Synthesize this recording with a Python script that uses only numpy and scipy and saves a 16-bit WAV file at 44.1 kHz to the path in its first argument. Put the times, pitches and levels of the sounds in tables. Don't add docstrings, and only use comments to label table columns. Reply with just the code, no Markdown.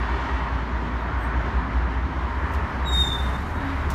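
import sys
import numpy as np
from scipy import signal
from scipy.fft import rfft, irfft
from scipy.io import wavfile
from scipy.ndimage import uniform_filter1d

SR = 44100
rng = np.random.default_rng(int(sys.argv[2]) if len(sys.argv) > 2 else 0)


def generate_wav(sig):
    pcm = np.round(np.clip(np.atleast_2d(sig).T, -1, 1) * 32767).astype(np.int16)
    wavfile.write(sys.argv[1], SR, pcm)


def undo_db(level):
    steps = np.asarray(level, float) / 20
    return 10 ** steps


N = 173754
T = np.arange(N) / SR

# time_s, firing_hz, level_db
FIRING = [(.1, 58.1, -26), (.22, 58.8, -31.5), (.4, 58.95, -25.5), (1.07, 58.2, -28.5), (1.4, 58.2, -23.5),
          (1.47, 58.35, -34.5), (1.57, 58.6, -20.5), (1.66, 58.44, -33.5), (1.76, 59.1, -21.5),
          (2.2, 60.87, -30), (2.76, 62.6, -33.5), (2.93, 64.05, -20.5), (3.17, 64.6, -32),
          (3.28, 64.14, -20.5), (3.4, 65.3, -39), (3.68, 66.3, -35), (3.88, 67.6, -23), (3.94, 67.3, -33)]
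# time_s, depth_db (negative swells), half_width_s
FIRING_LULLS = [(.07, -2, .03), (.42, 6, 0.03), (.51, 4, 0.026), (.66, 2, 0.028), (.83, 8, 0.021),
                (1.06, 4, .04), (1.26, 4, .03), (2.14, 1, .04), (2.3, -3.5, 0.062), (2.54, -7, 0.039),
                (3.72, 10, 0.024)]
# time_s, level_db
FIFTH_ORDER = [(0, -50), (.8, -40), (1.4, -50), (1.85, -37), (2.05, -31.5), (2.35, -35.5), (2.5, -28),
               (2.66, -30), (2.8, -50), (3.03, -35), (3.3, -58), (3.47, -50), (3.56, -34), (3.68, -37),
               (3.88, -31.5), (3.94, -38)]
# firing_multiple, cruise_level_db, wander_db, gain_db_per_hz
SHAFT_ORDERS = [(.5, -43, 1, 2.2), (.75, -49, 3, 0), (.917, -44, 3, 0), (1.083, -42, 3, 0),
                (1.167, -38, 2.5, -.6), (1.5, -44, 2.5, 0), (1.75, -48, 3, 0)]
# freq_hz, density_db_per_hz
RUMBLE_SPECTRUM = [(24, -20), (45, -5), (70, -2.5), (160, -3), (300, -6), (400, -9), (470, -15.5),
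                   (700, -25)]
# freq_hz, density_db_per_hz
ROAR_SPECTRUM = [(350, -21.5), (600, -7), (800, -5), (980, 0), (1250, -4), (1850, -7), (2300, -15),
                 (3000, -31.5)]
# freq_hz, density_db_per_hz
FIZZ_SPECTRUM = [(1800, -1.5), (3000, 2.5), (4900, -10), (6500, -16), (8000, -24.5), (10500, -29.5),
                 (12000, -32.5), (15500, -43)]
# time_s, effort_db
EFFORT = [(0, 3), (.36, 3.5), (.55, 0.6), (1.2, 0.7), (1.6, 0.4), (2.4, 0.1), (3.0, 0.6), (3.94, 0.7)]
# centre_hz, width_hz, level_db, effort_share
FAN_WHINES = [(399.4, 13, -54, 2.4), (935, 16.4, -47.5, 0.85), (157.5, 10.7, -49, .1)]
# time_s, pitch_hz, level_db
GEAR_HUM = [(0, 265, -42.5), (.6, 266, -41.5), (.9, 269, -59), (1.5, 268.1, -41), (2.1, 263.3, -46.5),
            (2.5, 263, -38.5), (3.05, 269.8, -46), (3.7, 274.3, -36), (3.94, 271, -47)]
# time_s, pitch_hz, level_db
VALVE_SQUEAL = [
    (2.838, 3880, -62),
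    (2.862, 3815, -38),
    (2.885, 3772, -32),
    (2.905, 3755, -34),
    (2.95, 3704, -24),
    (3.016, 3700, -20.5),
    (3.062, 3628, -29),
    (3.13, 3598, -28),
    (3.172, 3605, -50),
]
# time_s, depth_db, half_width_s
VALVE_CATCHES = [(2.912, 5, .005), (2.94, 2, .005), (2.968, 4, .004), (3.032, 10, .004), (3.06, 7, .007),
                 (3.094, 14, .007), (3.112, 8, .004), (3.142, 6, .004)]
# multiple, under_first_db, level_slope, fade_start_s, fade_s
SQUEAL_OVERTONES = [(2, -25, 0.1, 3.075, .09), (3, -28, 0.83, 3.026, .06), (4, -45, 1, 3.3, .03)]
# start_s, rise_s, hold_s, peak_db, fall_db_per_s
AIR_PUFFS = [
    (2.85, 0.099, 0.055, -48, 68),
    (2.98, 0.092, 0.076, -59.5, 20.5),
    (1.56, .9, 1.5, -67, 1.5),
]
# freq_hz, density_db_per_hz
PUFF_SPECTRUM = [(1500, -15), (4000, -3), (6200, 1), (8500, -2.5), (10500, -3), (12000, -5.5),
                 (14000, -12.5), (15700, -20.5)]
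# start_s, rise_s, hold_s, peak_db, fall_db_per_s
AIR_SPITS = [
    (2.503, .018, .007, -58, 1500),
    (2.535, .002, .003, -50, 1500),
    (2.545, .003, .005, -52, 650),
    (2.696, .003, .004, -63, 1500),
    (3.8995, .003, .006, -40, 500),
    (3.938, .001, .01, -42, 200),
]
# freq_hz, density_db_per_hz
SPIT_SPECTRUM = [(1500, -8), (3500, 2), (5500, 2), (8500, -5), (12000, -5), (14000, -10), (15700, -13)]
# start_s, length_s, from_hz, to_hz, level_db
THIN_SQUEAKS = [(.94, .1, 11600, 11800, -80), (1.176, .115, 8050, 8750, -67),
                (1.186, .1, 12500, 12900, -72), (1.172, .09, 11850, 12300, -70),
                (1.2, .06, 8150, 7900, -69), (1.27, .05, 8500, 8600, -75), (1.27, .05, 12800, 12800, -78),
                (2.9, .15, 12000, 11900, -64), (3.1, .75, 11900, 11800, -73), (.92, .14, 12200, 12300, -81)]
# start_s, length_s, from_hz, to_hz,
# level_db
FAINT_WHISTLES = [(3.142, .028, 3605, 3615, -35), (3.184, .032, 3610, 3605, -35),
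                  (3.245, .055, 3605, 3600, -50), (3.335, .035, 3600, 3625, -48),
                  (3.36, .045, 3640, 3690, -56), (3.0, .13, 3785, 3775, -50), (3.13, .15, 3770, 3790, -52),
                  (.5, .42, 6800, 6790, -79), (3.28, .06, 3780, 3780, -58), (3.36, .15, 3785, 3780, -62),
                  (3.52, .215, 3782, 3778, -56), (3.76, .14, 3785, 3775, -62), (2.93, .23, 3370, 3450, -56)]
REED_HZ = [313.4, 382.8, 468.6]
REED_DB = [-48, -46, -46]
REED_TILT_DB = [-.45, .3, -.9]
# freq_hz, gain_db
BELL_RESPONSE = [(620, -12), (770, -20), (940, 2), (1250, -14), (1880, -3), (3100, -16), (5700, -31),
                 (9000, -47)]
# delay_s, gain_db
WALL_ECHOES = [(.043, -22), (.08, -14), (.115, -21), (.16, -29), (.237, -28)]
# freq_hz, density_db_per_hz
HISS_SPECTRUM = [(9000, -6), (13000, 0), (15700, 0)]
# freq_hz, gain_db
MIC_RESPONSE = [(14, -25), (30, 0), (9300, 0), (10500, -4), (11700, 0.5), (20000, 0)]


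def evened(x):
    return x / np.sqrt(np.mean(abs(x) ** 2) + 1e-20)


def read(points, hz):
    f, value = np.transpose(points)
    return np.interp(np.log(hz + 1), np.log(f + 1), value)


def track(points):
    return np.interp(T, *np.transpose(points))


def drift(rate_hz):
    t = T[::128]
    freqs_hz = rate_hz * np.geomspace(.1, 1, 20)
    x = sum(np.sin(2 * np.pi * (f * t + rng.random())) / np.sqrt(f) for f in freqs_hz)
    return np.interp(T, t, evened(x))


def dips(rows):
    return sum(depth_db * np.exp(-((T - s) / width_s) ** 2) for s, depth_db, width_s in rows)


def noise(spectrum, patchy_db, size=1024):
    frames, hz = 4 * N // size + 5, np.fft.rfftfreq(size, 1 / SR)
    real, imag, patches = rng.standard_normal((frames, len(hz), 3)).T
    patches = uniform_filter1d(patches, 10, 0)
    patches = evened(uniform_filter1d(patches, 14, 1))
    octaves_below = np.log2(np.maximum(spectrum[0][0] / (hz + 1), 1))
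    octaves_above = np.log2(np.maximum(hz / spectrum[-1][0], 1))
    shape_db = read(spectrum, hz) - 30 * (octaves_below + octaves_above)
    z = (real + 1j * imag) * undo_db(shape_db[:, None] + patchy_db * patches)
    return evened(signal.istft(z, nperseg=size, noverlap=3 * size // 4)[1][:N])


def fuzzy(hz, width_hz):
    r = np.exp(-np.pi * width_hz / SR)
    z = rng.standard_normal(N) + 1j * rng.standard_normal(N)
    z = signal.lfilter([1], np.convolve([1, -r], [1, -r]), z)
    carrier = np.exp(2j * np.pi * np.cumsum(hz * np.ones(N)) / SR)
    return evened((z * carrier).real)


def wavering(hz, rate_hz, waver_db=2.4):
    level = undo_db(waver_db * drift(rate_hz))
    phase = 2 * np.pi * np.cumsum(hz) / SR + 0.56 * drift(rate_hz)
    return np.sqrt(2) * level * np.sin(phase)


def engine():
    cruise_hz = 64
    s, hz, firing_db = np.transpose(FIRING)
    hz = np.interp(T, s, hz)
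    turns = 2 * np.pi * np.cumsum(hz) / SR
    out = undo_db(np.interp(T, s, firing_db) - dips(FIRING_LULLS)) * np.sin(turns)
    out = out + undo_db(track(FIFTH_ORDER)) * np.sin(turns * 5 / 4)
    for k, db, wander_db, gain_db in SHAFT_ORDERS:
        level_db = db + gain_db * (hz - cruise_hz) + wander_db * drift(2.53)
        phase = k * turns + 2 * np.pi * rng.random() + 0.58 * drift(1.57)
        out = out + undo_db(level_db) * np.sin(phase)
    return np.sqrt(2) * out


def rolling():
    rumble_db, roar_db, fizz_db = -34, -32.5, -49.5
    roar_share, fizz_share = 0.21, 1
    effort_db = track(EFFORT)
    out = undo_db(rumble_db + .8 * drift(4.5)) * noise(RUMBLE_SPECTRUM, 1.2, size=4096)
    out = out + undo_db(roar_db + roar_share * effort_db + 0.73 * drift(6.5)) * noise(ROAR_SPECTRUM, 0.66)
    out = out + undo_db(fizz_db + fizz_share * effort_db + 1.0 * drift(9.5)) * noise(FIZZ_SPECTRUM, 0.94)
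    for hz, width_hz, db, share in FAN_WHINES:
        out = out + undo_db(db + share * effort_db) * fuzzy(hz, width_hz)
    return out


def hum():
    s, hz, db = np.transpose(GEAR_HUM)
    hz = np.interp(T, s, hz)
    return undo_db(np.interp(T, s, db)) * (.6 * wavering(hz, 9) + .7 * fuzzy(hz, 22))


def squeal():
    flutter_db, shake_hz = .8, 5
    s, hz, db = np.transpose(VALVE_SQUEAL)
    turns = 2 * np.pi * np.cumsum(np.interp(T, s, hz) + shake_hz * drift(60)) / SR
    level_db = np.interp(T, s, db, -150, -150) - dips(VALVE_CATCHES)
    top_db = db.max()
    out = undo_db(level_db + flutter_db * drift(70)) * np.sin(turns)
    loud_enough = np.clip((level_db + 46.5) / 14, 0, 1)
    for k, under_db, steep, stop_s, fade_s in SQUEAL_OVERTONES:
        gate = loud_enough * np.clip((stop_s - T) / fade_s + 1, 0, 1) ** 2
        overtone_db = top_db + under_db + steep * (level_db - top_db) + 2.8 * drift(80)
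        out = out + gate * undo_db(overtone_db) * np.sin(round(k) * turns)
    return np.sqrt(2) * out


def cutting(x):
    tail_db, tail_t60_s, dull_hz = -16, .75, 5000
    taps = np.zeros(SR)
    at = np.arange(800, SR - 40, 40) + rng.integers(0, 40, (SR - 801) // 40)
    taps[at] = rng.choice([-1., 1.], len(at)) * undo_db(-60 * at / SR / tail_t60_s)
    taps = undo_db(tail_db) * taps / np.linalg.norm(taps)
    for s, db in WALL_ECHOES:
        taps[round(s * SR)] += undo_db(db)
    taps = signal.lfilter(*signal.butter(2, dull_hz, fs=SR), taps)
    return x + signal.fftconvolve(x, taps)[:N]


def puffs(rows, spectrum, sputter_db):
    shape = 0
    for s, rise_s, hold_s, db, fall in rows:
        falling_s = np.maximum(T - s - rise_s - hold_s, 0)
        shape = shape + np.clip((T - s) / rise_s, 0, 1) ** 2 * undo_db(db - fall * falling_s)
    return shape * undo_db(sputter_db * drift(150)) * noise(spectrum, 1.4, size=256)


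def air():
    return puffs(AIR_PUFFS, PUFF_SPECTRUM, .8) + puffs(AIR_SPITS, SPIT_SPECTRUM, 1.2)


def glide(s, length_s, from_hz, to_hz):
    u = np.clip((T - s) / length_s, 0, 1)
    return from_hz + (to_hz - from_hz) * u, np.sin(np.pi * u) ** .5


def squeaks():
    blur_share = .04
    out = 0
    for s, length_s, from_hz, to_hz, db in THIN_SQUEAKS:
        hz, shape = glide(s, length_s, from_hz, to_hz)
        out = out + undo_db(db + 2.5 * drift(60)) * shape * fuzzy(hz, blur_share * from_hz)
    for s, length_s, from_hz, to_hz, db in FAINT_WHISTLES:
        hz, shape = glide(s, length_s, from_hz, to_hz)
        out = out + undo_db(db) * shape * wavering(hz, 30, waver_db=1.1)
    return out


def horn():
    stop_s, fall_db_per_s, waver_db = 0.41, 95, 2
    blur_rad = .035
    t, out = T[:SR], np.zeros(N)
    for hz, db, tilt_db in zip(REED_HZ, REED_DB, REED_TILT_DB):
        for k in range(1, int(9000 / hz) + 1):
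            level_db = db + tilt_db * k + read(BELL_RESPONSE, k * hz) + waver_db * drift(10.3)[:SR]
            wobble = (.2 + blur_rad * k) * drift(13.14)[:SR]
            out[:SR] += undo_db(level_db) * np.sin(2 * np.pi * (k * hz * t + rng.random()) + wobble)
    return np.sqrt(2) * out * undo_db(-fall_db_per_s * np.maximum(T - stop_s, 0))


def scene():
    train = engine() + rolling() + hum()
    brake = cutting(squeal()) + air() + squeaks()
    return (train + brake + horn())[None]


def top_cut(x):
    return signal.sosfilt(signal.butter(12, 15670, fs=SR, output="sos"), x)


def record(dry):
    hiss = undo_db(-86) * noise(HISS_SPECTRUM, .5, size=512)
    response = undo_db(read(MIC_RESPONSE, np.fft.rfftfreq(N, 1 / SR)))
    heard = irfft(rfft(dry + hiss) * response, N)
    return top_cut(heard)


dry = scene()
out = record(dry)
generate_wav(out)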